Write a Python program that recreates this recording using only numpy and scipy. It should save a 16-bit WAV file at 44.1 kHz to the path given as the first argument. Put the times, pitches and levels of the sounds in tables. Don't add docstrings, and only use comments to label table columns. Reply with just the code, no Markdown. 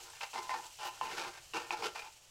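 import sys
import numpy as np
from scipy import signal
from scipy.fft import rfft, irfft, next_fast_len
from scipy.io import wavfile

SR = 44100
rng = np.random.default_rng(int(sys.argv[2]) if len(sys.argv) > 2 else 0)


def bounce(signal):
    frames = np.transpose(np.atleast_2d(signal))
    limited = np.clip(frames, -1, 1)
    pcm = np.round(limited * 32767).astype(np.int16)
    wavfile.write(sys.argv[1], SR, pcm)


def attenuation_scalar(level_db):
    decades = np.asarray(level_db, float) / 20
    return 10 ** decades


N = 101429


def rms_one(x):
    return x / np.sqrt(np.mean(x ** 2) + 1e-20)


def in_time(rows):
    s, *columns = np.transpose(rows)
    return [np.interp(np.arange(N) / SR, s, c) for c in columns]


def filtered(x, order, edge_hz, kind):
    return signal.sosfilt(signal.butter(order, edge_hz, kind, fs=SR, output="sos"), x)


def coloured(x, spectrum):
    size = next_fast_len(N + 4096)
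    hz, db = np.transpose(spectrum)
    bin_hz = np.arange(size // 2 + 1) * SR / size
    log_gain = np.interp(np.log(bin_hz + 1), np.log(hz), db) * np.log(10) / 20
    cepstrum = irfft(log_gain, size)
    cepstrum[1:size // 2] *= 2
    cepstrum[size // 2 + 1:] = 0
    response = np.exp(rfft(cepstrum))
    return rms_one(irfft(rfft(x, size) * response, size)[:N])


def drift(rate_hz):
    r = np.exp(-2 * np.pi * rate_hz / SR)
    noise = rng.standard_normal(N + SR)
    settled = signal.lfilter([1], [1, -2 * r, r * r], noise)[SR:]
    return rms_one(settled)


def ring(clicks, hz, t60_s):
    r = attenuation_scalar(-60 / (max(t60_s, .003) * SR))
    w = 2 * np.pi * hz / SR
    return signal.lfilter([0, np.sin(w)], [1, -2 * r * np.cos(w), r * r], clicks + 1e-18)


def grains(rate_per_s, spread_db, clump_db):
    sizes = attenuation_scalar(spread_db * np.minimum(rng.exponential(1, N), 5)) * rng.choice([-1, 1], N)
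    present = rng.random(N) < rate_per_s / SR
    clumps = attenuation_scalar(clump_db * drift(21.0))
    return rms_one(sizes * present * clumps)


def clicks_at(s, db):
    out = np.zeros(N)
    out[(np.asarray(s) * SR).astype(int)] = attenuation_scalar(db)
    return out


# [dB per Hz, relative]
RUMBLE_SPECTRUM = [(12, -3), (135, -7), (210, -25.5), (540, -13), (2000, -18.5), (2600, -81)]


def rumble():
    level_db, waver_db = -69, 1.5
    level = attenuation_scalar(level_db + waver_db * drift(0.48))
    return level * coloured(rng.standard_normal(N), RUMBLE_SPECTRUM)


# [dB per Hz, relative]
SIZZLE_SPECTRUM = [(710, -83), (1200, -20.5), (2920, 2), (3510, -2.5), (6060, 0), (7850, -0.5), (8920, -7),
                   (15600, -15.5)]
# time_s [s], level_db [dB]
SIZZLE_COURSE = [(0.0, -54.5), (1.92, -58.5), (2.3, -63)]


def sizzle():
    pops_per_s, pop_spread_db = 9000, 1.5
    level_db, = in_time(SIZZLE_COURSE)
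    pops = grains(pops_per_s, pop_spread_db, clump_db=1.5)
    return attenuation_scalar(level_db) * coloured(pops, SIZZLE_SPECTRUM)


STROKE_STARTS = [0, .134, .207, .338, .42, .494, .541, .63, .788, .93, 1.011, 1.11, 1.17, 1.33, 1.536, 1.62,
                 1.708, 1.77, 1.82, 1.948, 2.02]
# swell_s [s], hold_s [s], middle_ring_db [dB], deep_ring_db [dB],
# high_ring_db [dB], grit_db [dB]
LADLE_STROKES = [(0.0016, 0.1, -64, -63, -66, -54), (0.0018, 0.044, -65, -79, -56.5, -60),
                 (0.01, 0.024, -53.5, -79, -46.5, -46), (0.023, 0.018, -39, -44.5, -48.5, -42.5),
                 (0.0078, 0.073, -49, -60, -62, -51), (0.0029, 0.034, -41, -58, -48, -46),
                 (0.0018, 0.037, -43.5, -50, -51, -47.5), (0.012, 0.015, -50.5, -90, -77, -55.5),
                 (0.053, 0.039, -44, -57, -47.5, -45.5), (0.012, 0.16, -65.5, -62.5, -59.5, -54),
                 (0.0037, 0.087, -40.5, -45, -44, -46.5), (0.012, 0.12, -72, -47, -51.5, -47),
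                 (0.0067, .11, -48, -44.5, -44.5, -40.5), (0.006, 0.045, -95, -79, -57, -56),
                 (0.022, 0.027, -39.5, -39.5, -42.5, -41.5), (.005, 0.083, -57, -57.5, -58, -52.5),
                 (0.0064, 0.021, -38.5, -47, -44, -41), (0.023, 0.026, -69, -44.5, -62, -47),
                 (0.012, 0.036, -58, -40.5, -46, -40), (0.0056, 0.041, -54, -64, -46, -45.5),
                 (0.002, 0.042, -56.5, -62, -56.5, -54)]


def drag():
    press_db_per_s, sag_db_per_s, lift_db_per_s = 220, 40.5, 343
    t, power = np.arange(N) / SR, 0
    for start_s, (swell_s, hold_s, *levels_db) in zip(STROKE_STARTS, LADLE_STROKES):
        since_peak = t - start_s - swell_s
        db = (press_db_per_s * np.minimum(since_peak, 0)
              - sag_db_per_s * np.maximum(since_peak, 0)
              - lift_db_per_s * np.maximum(since_peak - hold_s, 0))
        course = attenuation_scalar(2 * db) * (t >= start_s)
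        power = power + np.outer(attenuation_scalar(2 * np.array(levels_db)), course)
    return np.sqrt(power)


# [dB per Hz, relative]
GRIT_SPECTRUM = [(150, -15), (250, -16), (853, 8), (1170, 1), (1360, 7.5), (1890, -6), (4980, -2),
                 (15600, -28)]


def grit(catches, strength):
    return strength * coloured(catches, GRIT_SPECTRUM)


def nearness_db(hz, contact_hz):
    focus_db, focus_octaves = 13, .13
    return focus_db * np.exp(-.5 * (np.log2(hz / contact_hz) / focus_octaves) ** 2)


# start_s [s], blow_db [dB, before coupling to the pan], pitch_hz [Hz], clink_db [dB]
LADLE_KNOCKS = [(0.135, -46.5, 1680, -49), (0.212, -41, 2590, -30), (0.3326, -39, 2590, -40),
                (0.359, -27, 2000, -41), (0.494, -29, 1970, -34), (0.542, -25, 1850, -63),
                (0.788, -44, 3000, -43.5), (0.859, -35, 2830, -47), (1.012, -25, 2940, -38),
                (1.186, -64, 2430, -41), (1.2568, -39, 1410, -37.5), (1.536, -46, 2750, -32),
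                (1.707, -29.5, 2500, -22.5), (1.824, -30, 2300, -38), (1.8423, -28.5, 3030, -32),
                (1.959, -35.5, 2560, -45), (2.021, -49, 2500, -38)]
# [dB, relative]
DEEP_MODES = [(300, -10), (343, 0), (384, 1), (461, 1.5), (489, 1), (665, -28)]
MIDDLE_MODES = [(730, -15), (789, -0.5), (851, 7), (893, 5.5), (950, -7), (981, 0), (1024, 3), (1106, -8)]
HIGH_MODES = [(1235, -4), (1320, -4), (1580, -2.5), (1690, -6), (1810, 2), (2078, 3.5), (2280, -2.5),
              (2390, 0), (2500, -2.5), (2660, 0.5), (2760, -5), (2880, -3.5), (3100, -10)]


def pan():
    catches_per_s, catch_spread_db, catch_clump_db = 3000, 3, 1.8
    coupling_db, knock_spread_db = -17, 3
    knock_band_hz = [720, 5340]
    wander_db, wander_hz = 3.5, 4
    focus_fade_s = .12
    ring_cycles = 110
    middle, deep, high, grit_strength = drag()
    groups = (  # modes, longest T60 (s), drag strength, knock level (dB)
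        (DEEP_MODES, .045, deep, -12),
        (MIDDLE_MODES, .12, middle, 0),
        (HIGH_MODES, .045, high, -18))

    s, blow_db, clink_hz, _ = np.transpose(LADLE_KNOCKS)
    t = np.arange(N) / SR
    last = np.maximum(np.searchsorted(s, t) - 1, 0)
    contact_hz = clink_hz[last]
    fresh = np.exp(-((t - s[last]) / focus_fade_s) ** 2)

    catches = grains(catches_per_s, catch_spread_db, catch_clump_db)
    out = grit(catches, grit_strength)
    for modes, longest_s, strength, knock_db in groups:
        t60_s = [min(longest_s, ring_cycles / hz) for hz, _ in modes]
        share = [attenuation_scalar(level_db + wander_db * drift(wander_hz) + fresh * nearness_db(hz, contact_hz))
                 for hz, level_db in modes]
        energy = sum(gain ** 2 * ring_s * SR / (4 * np.log(1000)) for gain, ring_s in zip(share, t60_s))
        drive = strength * catches / np.sqrt(energy)
        for k, (hz, level_db) in enumerate(modes):
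            uneven_db = knock_spread_db * rng.standard_normal(len(s))
            mode_db = level_db + nearness_db(hz, clink_hz)
            blows = clicks_at(s, blow_db + mode_db + coupling_db + knock_db + uneven_db)
            soft_blows = filtered(blows + 1e-18, 3, knock_band_hz, "band")
            sign = (-1) ** k
            out = out + ring(sign * share[k] * drive + soft_blows, hz, t60_s[k])
    return out


def thrum():
    level_db, band_hz = -13.5, [134, 750]
    _, deep, _, _ = drag()
    shaking = rms_one(filtered(rng.standard_normal(N), 2, band_hz, "band"))
    return attenuation_scalar(level_db) * deep * shaking


# start_s [s], level_db [dB], pitch_hz [Hz]
OIL_SPITS = [(0.012, -43, 6340), (0.1025, -42, 8400), (0.6667, -39.5, 7300), (1.7254, -40, 6480)]


def spits():
    return sum(ring(clicks_at([s], db), hz, t60_s=.008) for s, db, hz in OIL_SPITS)


def ladle():
    return sum(ring(clicks_at([s], clink_db), hz, t60_s=.011) for s, _, hz, clink_db in LADLE_KNOCKS)


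def flare():
    noise_db, centre_s, width_s = -53.5, .868, .018
    t = np.arange(N) / SR
    swell = attenuation_scalar(noise_db) * np.exp(-.5 * ((t - centre_s) / width_s) ** 2)
    return swell * filtered(rng.standard_normal(N), 2, 7000, "high")


def kitchen(x):
    t60_s, level_db, wall_cut_hz = .42, -17, 6000
    t = np.arange(SR // 2) / SR
    tail = rng.standard_normal(len(t)) * attenuation_scalar(-60 * t / t60_s) * (t > .004)
    tail = filtered(tail, 1, wall_cut_hz, "low")
    unit_tail = tail / np.sqrt(np.sum(tail ** 2))
    return attenuation_scalar(level_db) * signal.fftconvolve(x, unit_tail)[:N]


def scene():
    metal = filtered(pan() + ladle(), 3, 292, "high")
    near = metal + thrum() + sizzle() + spits() + flare()
    return (near + kitchen(near) + rumble())[None]


def top_cut(x):
    return signal.sosfilt(signal.butter(12, 15740, fs=SR, output="sos"), x)


def record(dry):
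    return top_cut(dry)


dry = scene()
out = record(dry)
bounce(out)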